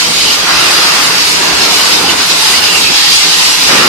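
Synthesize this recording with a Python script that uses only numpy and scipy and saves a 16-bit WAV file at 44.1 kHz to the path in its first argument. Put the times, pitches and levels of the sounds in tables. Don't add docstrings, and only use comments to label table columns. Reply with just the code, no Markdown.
import sys
import numpy as np
from scipy import signal
from scipy.fft import rfft, irfft, next_fast_len
from scipy.io import wavfile
from scipy.ndimage import uniform_filter1d, map_coordinates

SR = 44100
rng = np.random.default_rng(int(sys.argv[2]) if len(sys.argv) > 2 else 0)


def inscribe(sig):
    pcm = np.round(np.clip(np.atleast_2d(sig).T, -1, 1) * 32767)
    wavfile.write(sys.argv[1], SR, pcm.astype(np.int16))


N = 171108

# start_s, level_db
JET_LEVEL = [(0, -13.5), (.09, -16.5), (.18, -15), (.3, -12), (.46, -17), (.53, -15), (.83, -13),
             (.97, -14), (1.12, -16.5), (1.19, -14), (1.3, -14), (1.42, -16.5), (1.54, -17), (1.64, -12),
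             (1.68, -15.5), (1.74, -12.5), (1.81, -13.5), (1.95, -12.5), (2.01, -16.5), (2.08, -17.5),
             (2.11, -14), (2.16, -18.5), (2.21, -14.5), (2.27, -17.5), (2.32, -13), (2.39, -15),
             (2.43, -12.5), (2.58, -11.5), (2.61, -16.5), (2.65, -11.5), (2.7, -15.5), (2.8, -14),
             (2.9, -14), (2.97, -11), (3.45, -12), (3.59, -15.5), (3.68, -12.5), (3.87, -13)]
SPRAY_LEVEL = [(0, -22), (.06, -23.5), (.14, -22), (.35, -21.5), (.42, -24.5), (.76, -20.5), (.96, -21),
               (1.06, -19), (1.11, -22.5), (1.31, -20.5), (1.49, -24), (1.76, -19.5), (1.92, -20.5),
               (2.06, -23.5), (2.32, -22.5), (2.52, -15.5), (2.61, -23), (2.79, -18), (2.9, -23.5),
               (2.99, -20.5), (3.08, -20.5), (3.15, -17), (3.24, -21.5), (3.45, -18), (3.6, -20.5),
               (3.88, -20)]
ROAR_LEVEL = [(0, -22), (.2, -24), (.33, -21.5), (.43, -20.5), (.8, -21), (1.3, -20.5), (1.47, -16),
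              (1.8, -18.5), (2.25, -19), (2.68, -19), (2.76, -18), (2.8, -22.5), (3.1, -21), (3.27, -23.5),
              (3.43, -17.5), (3.52, -22.5), (3.65, -21), (3.72, -16.5), (3.88, -17)]
CHURN_LEVEL = [(0.0, -33), (0.1, -20.5), (0.22, -27.0), (0.28, -21.5), (0.36, -27), (0.49, -24),
               (1.34, -28.5), (1.43, -19), (1.9, -24.5), (1.99, -18), (2.4, -27.5), (2.43, -45), (2.5, -25),
               (2.86, -25.5), (2.91, -16.5), (2.98, -37), (3.09, -24), (3.18, -40), (3.26, -22),
               (3.58, -32), (3.76, -14), (3.87, -18.5)]
WHISTLE_LEVEL = [(0, -31), (.5, -18), (1.4, -27), (1.5, -26), (1.74, -21.5), (1.8, -7), (1.86, -23),
                 (2.06, -21), (2.1, -7), (2.16, -28), (2.57, -20), (2.63, -8.5), (2.76, -9.5), (2.81, -22),
                 (2.87, -11), (2.94, -26), (3.02, -18), (3.55, -29), (3.8, -13)]
JET_TRIM_DB, SPRAY_TRIM_DB, ROAR_TRIM_DB, CHURN_TRIM_DB = 6, 3.5, 3.5, 0.5
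SHOP_LEVEL_DB = -28.5

# freq_hz, relative_db
JET_COLOUR = [(500, -31.5), (1200, -14.5), (2000, -4.5), (2700, -1), (3350, -2), (3900, 0.5), (4500, 2),
              (4900, 1.3), (5300, -0.5), (5700, -4), (6800, -8), (9000, -21), (14000, -45)]
SPRAY_COLOUR = [(2500, -37), (5500, -4), (7200, 0.5), (8500, 0.5), (10500, -2.5), (13300, -7),
                (14200, -11.5)]
ROAR_COLOUR = [(200, -14), (450, -6), (650, -4), (850, -0.5), (1100, -1), (1450, -1.5), (1800, -5),
               (2700, -6.5), (5000, -40)]
CHURN_COLOUR = [(20, -30), (95, -15), (138, -4), (230, -2), (310, 0.5), (420, 1.5), (560, -3.5), (800, -5),
                (1300, -10), (3000, -42)]
SHOP_COLOUR = [(12, 13.5), (33, 3.5), (46, 3.5), (57, -3), (80, 6), (120, -7), (250, -13), (800, -30)]
SURGE_COLOUR = [(90, -21), (130, -5), (220, -12), (380, -5.5), (700, -3.5), (1000, -1.5), (1350, 2),
                (1750, -0.5), (2400, -4), (3200, -8.5), (5000, -35)]

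# (each side of the pitch, where it is 6 dB down)
PUMP_TONES = [(170.8, -36, 7.4), (304, -36, 9.5), (1032, -34.5, 8)]
# freq_hz, correlation (-1 to 1)
PORT_LIKENESS = [(50, 1), (220, 0.92), (370, .75), (580, -0.35), (820, 0.21), (1200, 0.57), (1600, 0.027),
                 (2100, -0.087), (2800, -0.13), (3400, 0.32), (3900, -0.38), (4500, -0.23), (5200, -0.01),
                 (13000, -0.058)]
# freq_hz, left_minus_right_db
PORT_BALANCE = [(200, -1), (1400, -0.5), (2100, -1.5), (2700, -4.5), (3350, -3), (4000, -6), (4500, -2.5),
                (4800, 4.5), (5100, 3), (5500, 2), (6600, 0.5), (8000, 1.5), (13000, 1.5)]
# start_s, pitch_hz
WHISTLE_PITCH = [(0, 2900), (1.3, 2800), (1.8, 2980), (2.1, 2950), (2.6, 2880), (2.78, 2780), (2.87, 2560),
                 (3.03, 2800), (3.8, 2850)]
# start_s, end_s, level_db (before the sag)
SURGES = [(0.457, 1.148, -11.5), (3.672, 3.95, -9.5)]

WHISTLE_WANDER_HZ, WHISTLE_WIDTH_HZ, WHISTLE_LEFT_DB = 54.8, 176, -14.5
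SURGE_ATTACK_S, SURGE_RELEASE_S, SURGE_SAG_DB_PER_S = 0.022, 0.065, 4
SPUTTER_DB, LUMP_DB = 0.7, 1.4
RIPPLE_DB = 2.5
OVERLOAD, KNEE = 1, 4.7
LOW_CUT_HZ, TOP_HZ = 100, 14100


def amp(db):
    return 10 ** (np.asarray(db) / 20)


def unit(x):
    return x / np.sqrt(np.mean(x ** 2) + 1e-20)


def along(points, hz):
    f, v = np.transpose(points)
    return np.interp(np.log(hz + 1), np.log(f + 1), v)


def curve(rows):
    return np.interp(np.arange(N) / SR, *np.transpose(rows))


def wobble(knots_per_s):
    knots = rng.standard_normal(2048)
    return map_coordinates(knots, [np.arange(N) * knots_per_s / SR], mode="wrap")


def filtered(x, response):
    m = next_fast_len(N + SR // 4)
    hz = np.fft.rfftfreq(m, 1 / SR)
    return irfft(rfft(x, m) * response(hz), m)[..., :N]


def patchy(x, depth_db, size, order):
    overlap = size * 3 // 4
    z = signal.stft(x, nperseg=size, noverlap=overlap)[2]
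    field = uniform_filter1d(rng.standard_normal(z.shape), order[0], axis=1)
    field = uniform_filter1d(field, order[1], axis=2)
    z = z * amp(depth_db * unit(field))
    return signal.istft(z, nperseg=size, noverlap=overlap)[1][:, :N]


def rush(colour, patchy_db):
    pair = patchy(rng.standard_normal((2, N)), patchy_db, size=1024, order=(5, 12))
    pair = patchy(pair, RIPPLE_DB, size=4096, order=(3, 6))

    def mid_side_response(hz):
        angle = np.arccos(np.clip(along(PORT_LIKENESS, hz), -1, 1)) / 2
        return amp(along(colour, hz)) * [np.cos(angle), np.sin(angle)]

    def port_response(hz):
        return amp(np.outer([0.5, -0.5], along(PORT_BALANCE, hz)))

    mid, side = filtered(pair, mid_side_response)
    left_right = np.array([mid + side, mid - side])
    return unit(filtered(left_right, port_response))


def narrow(hz, width_hz):
    a, b = filtered(rng.standard_normal((2, N)), lambda f: 1 / (1 + (f / width_hz) ** 2))
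    phase = 2 * np.pi * np.cumsum(hz * np.ones(N)) / SR
    return unit(a * np.cos(phase) + b * np.sin(phase))


def jet():
    level_db = curve(JET_LEVEL) + JET_TRIM_DB + SPUTTER_DB * wobble(32.08)
    return amp(level_db) * rush(JET_COLOUR, patchy_db=1.95)


def spray():
    mist = rush(SPRAY_COLOUR, patchy_db=3)
    mist = patchy(mist, 1.0, size=512, order=(30, 12))
    return amp(curve(SPRAY_LEVEL) + SPRAY_TRIM_DB) * unit(mist)


def whistle():
    pitch_hz = curve(WHISTLE_PITCH) + WHISTLE_WANDER_HZ * wobble(30)
    level_db = curve(WHISTLE_LEVEL) + 2.2 * wobble(24.14)
    tone = amp(level_db) * narrow(pitch_hz, WHISTLE_WIDTH_HZ)
    return tone * amp([[WHISTLE_LEFT_DB], [0]])


def tank():
    roar_db = curve(ROAR_LEVEL) + ROAR_TRIM_DB + 0.65 * wobble(22)
    roar = amp(roar_db) * rush(ROAR_COLOUR, patchy_db=1.4)
    churn_db = curve(CHURN_LEVEL) + CHURN_TRIM_DB + LUMP_DB * wobble(22.04)
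    churn = amp(churn_db) * rush(CHURN_COLOUR, patchy_db=0.0)
    return roar + churn


def workshop():
    tones = sum(amp(level_db) * narrow(hz, width_hz) for hz, level_db, width_hz in PUMP_TONES)
    rumble = amp(SHOP_LEVEL_DB) * rush(SHOP_COLOUR, patchy_db=2.5)
    return tones + rumble


def surges():
    t = np.arange(N) / SR
    gain = np.zeros(N)
    for start, end, level_db in SURGES:
        attack = np.clip((t - start) / SURGE_ATTACK_S, 0, 1)
        release = np.exp(-np.maximum(t - end, 0) / SURGE_RELEASE_S)
        sagging_db = level_db - SURGE_SAG_DB_PER_S * (t - start)
        gain += attack * release * amp(sagging_db)
    return gain * rush(SURGE_COLOUR, patchy_db=1.0)


def scene():
    return jet() + spray() + whistle() + tank() + workshop() + surges()


def record(dry):
    flattened = dry / (1 + np.abs(dry / OVERLOAD) ** KNEE) ** (1 / KNEE)
    return filtered(flattened, lambda hz: (hz < TOP_HZ) * hz / np.hypot(hz, LOW_CUT_HZ))


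dry = scene()
out = record(dry)
inscribe(out)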